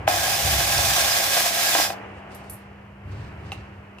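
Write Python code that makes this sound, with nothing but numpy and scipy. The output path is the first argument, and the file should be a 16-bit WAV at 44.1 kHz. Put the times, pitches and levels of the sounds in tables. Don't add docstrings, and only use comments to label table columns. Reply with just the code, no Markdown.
import sys
import numpy as np
from scipy import signal
from scipy.fft import rfft, irfft, next_fast_len
from scipy.io import wavfile

SR = 44100
rng = np.random.default_rng(int(sys.argv[2]) if len(sys.argv) > 2 else 0)


def transcribe(u):
    v = np.clip(np.atleast_2d(u).T, -1, 1)
    q = np.round(v * 32767).astype(np.int16)
    wavfile.write(sys.argv[1], SR, q)


N = 176400
TIME_S = np.arange(N) / SR
BIN_HZ = np.maximum(np.arange(N // 2 + 1) * SR / N, 10)


def amp(db):
    return 10 ** (np.asarray(db) / 20)


def unit_rms(x):
    return x / np.sqrt(np.mean(x ** 2) + 1e-20)


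def envelope(points, at_s=TIME_S):
    return np.interp(at_s, *np.transpose(points))


def eq_curve(points):
    hz, values = np.transpose(points)
    return np.interp(np.log(BIN_HZ), np.log(hz), values)


def drift(rate_hz):
    pole = np.exp(-80 * np.pi * rate_hz / SR)
    slow = signal.lfilter([1], [1, -2 * pole, pole * pole], rng.standard_normal(N // 40 + 2002))[2000:]
    return np.interp(np.arange(N) / 40, np.arange(len(slow)), unit_rms(slow))


# freq_hz, correlation
STEREO_LIKENESS = [(60, .998), (125, 1), (250, 0.85), (500, 0.9), (1000, 0.57), (2000, 0.25), (4000, 0.22),
                   (12000, 0.24)]
def coloured(source, colour):
    mid, side = rfft(source)
    alike = np.clip(eq_curve(STEREO_LIKENESS), 0, 1)
    stereo = np.sqrt(1 + alike) * mid + np.sqrt(1 - alike) * side * [[1], [-1]]
    low_cut = 1 + (colour[0][0] / BIN_HZ) ** 6
    return unit_rms(irfft(amp(eq_curve(colour)) / low_cut * stereo, N))


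def noise(colour):
    return coloured(rng.standard_normal((2, N)), colour)


def resonate(x, peaks, waver_db, waver_hz, order=1):
    out = 0
    for k, (hz, width_hz, db) in enumerate(peaks):
        r, ring = np.exp(-np.pi * width_hz / SR), x
        for _ in range(order):
            ring = signal.lfilter([1, 0, -1], [1, -2 * r * np.cos(2 * np.pi * hz / SR), r * r], ring)
        out += (-1) ** k * amp(db + waver_db * drift(waver_hz)) * unit_rms(ring)
    return unit_rms(out)


def strike(start_s, db, modes, spread_db, tilt_db=0, chatter_db=-60, chatter_t60_s=.06):
    out = np.zeros((2, N))
    luck = rng.standard_normal((len(start_s), len(modes), 3))
    lag_s = .0003 * rng.random((len(start_s), len(modes)))
    for k, (hz, mode_db, t60_s) in enumerate(modes):
        onsets = np.minimum((start_s + lag_s[:, k] * np.sqrt(700 / hz)) * SR, N - 1).astype(int)
        scatter_db = spread_db * (luck[:, k, 2] + .32 * luck[:, k, :2].T)
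        clicks = np.full((2, N), 1e-18)
        clicks[:, onsets] = (-1) ** k * amp(db + mode_db + tilt_db * np.log2(hz / 700) + scatter_db)
        tail = signal.lfilter([amp(chatter_db)], [1, -amp(-60 / (chatter_t60_s * SR))], clicks)
        force = clicks + tail * rng.standard_normal(N)
        r, w = amp(-60 / (max(t60_s, .003) * SR)), 2 * np.pi * hz / SR
        out += signal.lfilter([0, np.sin(w)], [1, -2 * r * np.cos(w), r * r], force)
    return out


def burst(start_s, db, t60_s, band_hz):
    kicks = np.full(N, 1e-18)
    kicks[(start_s * SR).astype(int)] = amp(db)
    decay = signal.lfilter([1], [1, -amp(-60 / (t60_s * SR))], kicks)
    band = signal.butter(2, band_hz, "band", fs=SR, output="sos")
    return decay * signal.sosfilt(band, rng.standard_normal((2, N)))


# time_s, level_db
HISS_LEVEL = [(1.98, -39), (2.18, -42.5), (2.68, -47.5), (2.94, -50), (3.13, -46.5), (3.3, -45),
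              (3.44, -43.5), (3.89, -48.5), (4.0, -49.5)]
# freq_hz, gain_db
HISS_COLOUR = [(150, 2), (230, 0.5), (330, 4.5), (500, 4), (800, 3), (1300, 0.5), (2000, -2), (2900, -5.5),
               (3600, -24), (5000, -27), (9000, -36), (16000, -58)]
# freq_hz, gain_db
RUMBLE_COLOUR = [(15, -10), (30, 9), (50, -18), (62, -7), (80, 15.5), (100, 24), (125, 21.5), (160, 10.5),
                 (200, -25)]
def room_tone():
    hiss = amp(envelope(HISS_LEVEL) + .6 * drift(5.4)) * noise(HISS_COLOUR)
    return hiss + amp(-54) * noise(RUMBLE_COLOUR)


# time_s, level_db
GUST_LEVEL = [(0.0, -33.5), (0.12, -38.5), (0.41, -39.5), (0.46, -28.5), (0.57, -29.5), (0.74, -36.5),
              (0.79, -30), (0.92, -34.5), (1.1, -44), (1.45, -48), (2.1, -49.5), (2.4, -46.5), (3.03, -51),
              (3.07, -34.5), (3.14, -34), (3.25, -35.5), (3.36, -38), (3.45, -34.5), (3.62, -41.5),
              (3.66, -48.5), (3.8, -44), (4.0, -51)]
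# freq_hz, gain_db
GUST_COLOUR = [(15, -40), (30, -17), (50, -11), (60, 2), (68, 11), (82, 3), (99, 10), (120, 2), (150, 1.5),
               (180, -10.5), (220, -14), (400, -11.5), (800, -55)]
def gusts():
    return amp(envelope(GUST_LEVEL) + .18 * drift(12)) * noise(GUST_COLOUR)


def fan_hum(pitch_hz=199.2, level_db=-49.5):
    return np.sqrt(2) * amp(level_db + .4 * drift(16)) * np.sin(2 * np.pi * pitch_hz * TIME_S)


# time_s, level_db
RATTLE_LEVEL = [(0.068, -56), (0.082, -27.5), (0.342, -23.5), (0.422, -25.5), (0.45, -24.5), (0.541, -22),
                (0.685, -24), (0.842, -22), (1.101, -22.5), (1.303, -24.5), (1.396, -20.5), (1.444, -25.5),
                (1.472, -21.5), (1.51, -26), (1.628, -22.5), (1.721, -22), (1.806, -22), (1.855, -25.5),
                (1.89, -35), (1.93, -43), (1.96, -59), (2.0, -70), (2.1, -96)]
# freq_hz, gain_db
RATTLE_COLOUR = [(530, -99), (900, -10), (1510, -5.5), (1640, -2), (2220, -4), (5280, -5), (5820, -4),
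                 (8660, -9), (14900, -9.5), (16000, -12)]
# pitch_hz, width_hz, gain_db
SHELL_PEAKS = [(1066, 80, -4), (1440, 50, -4), (1620, 60, 0), (1790, 60, 2), (2510, 70, -3), (2724, 50, -3),
               (3500, 120, -3), (4620, 50, -2), (4970, 60, 2), (5400, 120, -2), (5650, 90, -2),
               (5950, 60, 1), (7430, 90, -12)]
# time_s, gain_db
SHELL_LOAD = [(0.07, 6), (0.4, -4.5), (0.7, -1.5), (0.85, 3), (1.15, -1), (1.4, -4.5), (1.5, -3),
              (1.75, 1.5), (1.9, 6)]
# pitch_hz, width_hz, gain_db
BOOM_PEAKS = [(556, 100, -1), (682, 86, 5), (792, 102, 2), (837, 56, 0.5), (338, 28, -14)]
# time_s, level_db
BOOM_LEVEL = [(0.068, -24), (0.132, -32.5), (0.256, -33), (0.5, -33), (0.842, -32), (0.988, -33),
              (1.2, -34), (1.466, -37), (1.65, -34.5), (1.73, -33.5), (1.82, -36), (1.88, -39),
              (1.95, -43.5), (2.05, -62.5), (2.4, -52.5), (2.75, -66.5), (3.0, -81)]
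def gear_train(teeth_per_s=14000):
    start_s = RATTLE_LEVEL[0][0]
    fade_in = np.interp(TIME_S, [start_s, start_s + .0053], [0, 1])
    force_db = 2 * np.minimum(rng.exponential(1, (2, N)), 5)
    teeth = amp(force_db) * rng.choice([-1, 1], (2, N))
    teeth *= rng.random((2, N)) < teeth_per_s / SR
    teeth *= amp(.64 * (drift(22) + drift(135)))
    drive = coloured(teeth, [(200, 0), (16000, 0)])
    rattle = amp(2) * coloured(teeth, RATTLE_COLOUR)
    shell = amp(envelope(SHELL_LOAD) - 7) * resonate(drive, SHELL_PEAKS, waver_db=3, waver_hz=12)
    boom = amp(envelope(BOOM_LEVEL) + 3) * resonate(drive, BOOM_PEAKS, waver_db=.5, waver_hz=4.7, order=2)
    return fade_in * (amp(envelope(RATTLE_LEVEL)) * (rattle + shell) + boom)


# start_s, level_db, tilt_db_per_octave, thud_offset_db
KNOCKS = [(0.0725, -22, -2, -22), (0.0765, 2, -2, -18), (0.086, -9, -1, -12), (0.118, -13, -4, -13),
          (0.139, -12, 0, -9), (0.258, -16, 0, -9), (0.473, -13, -1, -9), (0.606, -12, 0, -10),
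          (0.788, -10, 0, -13), (0.979, -15, 0, -13), (1.3665, -8, -4, -23), (1.3705, -14, 5, -20),
          (1.3765, -7, -4, -23), (1.405, -15, 0, -22), (1.459, -15, -1, -17), (1.750, -3, 0, -7),
          (1.760, -17, 3, -8), (1.7845, -14, 4, 0), (1.788, -15, 4, -8), (1.798, -5, -2, -14),
          (1.848, -14, -2, -12), (1.902, -10, -3, -15)]
# pitch_hz, gain_db, t60_s
SHELL_MODES = [(500, -12, .02), (684, 0, .03), (800, -2, .025), (1040, -8, .025), (1300, -9, .02),
               (1610, -7, .025), (2000, -9, .02), (2500, -9, .02), (3000, -11, .015), (3500, -12, .015),
               (4200, -15, .012), (4950, -17, .01)]
# pitch_hz, gain_db, t60_s
DOOR_MODES = [(325, -10, .045)]
def knocks():
    start_s, db, tilt_db, thud_db = np.transpose(KNOCKS)
    clack = strike(start_s, db - 6.5, SHELL_MODES, spread_db=-.5, tilt_db=tilt_db)
    return clack + strike(start_s, db + thud_db, DOOR_MODES, spread_db=-2)


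def loose_parts(ticks_per_s=70):
    start_s = np.arange(RATTLE_LEVEL[0][0], RATTLE_LEVEL[-1][0], 1 / ticks_per_s)
    start_s += rng.uniform(0, 1 / ticks_per_s, len(start_s))
    return strike(start_s, envelope(BOOM_LEVEL, start_s) - 5.5, SHELL_MODES, spread_db=5.5, tilt_db=-3)


# time_s, level_db
RUB_LEVEL = [(1.95, -78), (2.1, -77), (2.19, -66), (2.27, -89), (2.32, -56), (2.34, -58.5), (2.44, -62.5),
             (2.6, -64), (2.7, -74), (3.04, -80), (3.12, -57), (3.25, -58.5), (3.36, -71), (3.47, -59),
             (3.56, -57), (3.7, -69), (4.0, -81.5)]
# freq_hz, gain_db
RUB_COLOUR = [(2500, 1), (4500, 1), (6500, -6), (9000, -4.5), (12000, -32), (16000, -18)]
# time_s, gain_db
RUB_TREBLE = [(2.0, 1), (2.5, 2), (2.9, -13), (4.0, -19)]
def rubbing():
    friction = noise(RUB_COLOUR)
    dull = signal.sosfilt(signal.butter(2, 8000, fs=SR, output="sos"), friction)
    treble = amp(envelope(RUB_TREBLE)) * (friction - dull)
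    return amp(envelope(RUB_LEVEL) + 1.3 * drift(30)) * (dull + treble)


# start_s, level_db, ring_offset_db
CLINKS = [(2.318, -53, -1), (2.348, -30, -5), (2.358, -46, 0), (2.440, -56, 2), (2.498, -29.5, 6),
          (2.508, -40.5, 4), (2.521, -40, 3), (2.534, -38, 7)]
# pitch_hz, gain_db, t60_s
COIN_MODES = [(4500, -19, .01), (5900, -24, .01), (7400, -18, .012), (8300, -14, .012), (9100, -8, .012),
              (9750, -6, .015), (10250, -7, .012), (10700, -7, .012), (11170, -8, .015), (11650, -10, .11),
              (11740, -13, .06), (13000, -11, .01), (14200, -12, .01), (15200, -14, .01)]
def coin_clinks():
    start_s, db, ring_db = np.transpose(CLINKS)
    ring = strike(start_s, db + ring_db - 11, COIN_MODES, spread_db=3.5, chatter_db=-17)
    crack = burst(start_s, db - 5, t60_s=.012, band_hz=(7000, 16000))
    sizzle = burst(start_s, db + ring_db - 12, t60_s=.18, band_hz=(8800, 12900))
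    return ring + crack + sizzle


# start_s, level_db, tilt_db_per_octave
TRAY_TAPS = [(3.519, -19.5, 1), (3.5233, -28, -2.5), (3.985, -30.5, -1.5)]
# pitch_hz, gain_db, t60_s
TRAY_MODES = [(780, -4, .02), (1260, -9, .018), (1750, -13, .012), (2150, -11, .012), (2450, -4, .012),
              (2680, 0, .015), (2900, -6, .015), (3300, -12, .012), (4000, -16, .012), (4800, -19, .01),
              (6000, -20, .008)]
def tray_taps():
    start_s, db, tilt_db = np.transpose(TRAY_TAPS)
    click = strike(start_s, db - 5.5, TRAY_MODES, spread_db=3.5, tilt_db=tilt_db, chatter_db=-28)
    return click + burst(start_s, db - 24, t60_s=.11, band_hz=(2300, 11000))


def reverb(x, t60_s=.35, wall_cut_hz=6000):
    size = next_fast_len(N + SR)
    hz = np.arange(size // 2 + 1) * SR / size
    damping = 1 / (1 + 1j * hz / wall_cut_hz)
    response = np.zeros((2, len(hz)), complex)
    for k, lag_s in enumerate(rng.uniform(.007, .037, 20)):
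        loop = amp(-60 * lag_s / t60_s) * damping * np.exp(-2j * np.pi * hz * lag_s)
        response[k % 2] += (-1) ** (k // 2) * loop / (1 - loop)
    return irfft(response * rfft(x, size), size)[:, :N]


def scene():
    low_cut = signal.butter(4, 315, "high", fs=SR, output="sos")
    hits = signal.sosfilt(low_cut, knocks() + loose_parts() + coin_clinks() + tray_taps())
    return gear_train() + hits + amp(-17) * reverb(hits) + room_tone() + rubbing() + gusts() + fan_hum()


# freq_hz, left_minus_right_db
MIC_BALANCE = [(60, 0.5), (110, 0.0), (200, -1), (380, -3.5), (700, 3), (1290, 0.5), (2380, -1.5),
               (4400, -4.5), (8120, -2), (15000, -0.5)]
# freq_hz, left_lead_rad
MIC_PHASE = [(150, 0), (300, 0.38), (500, 1.4), (800, 0.18), (1200, 1.38), (2500, 1.1), (5000, 1.42)]
def record(dry, ceiling=.85, cutoff_hz=16000):
    side = np.array([[.5], [-.5]])
    mics = amp(eq_curve(MIC_BALANCE) * side) * np.exp(1j * eq_curve(MIC_PHASE) * side)
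    rounded = ceiling * np.tanh(irfft(rfft(dry) * mics, N) / ceiling)
    return signal.sosfilt(signal.cheby2(16, 60, cutoff_hz, fs=SR, output="sos"), rounded)


dry = scene()
out = record(dry)
transcribe(out)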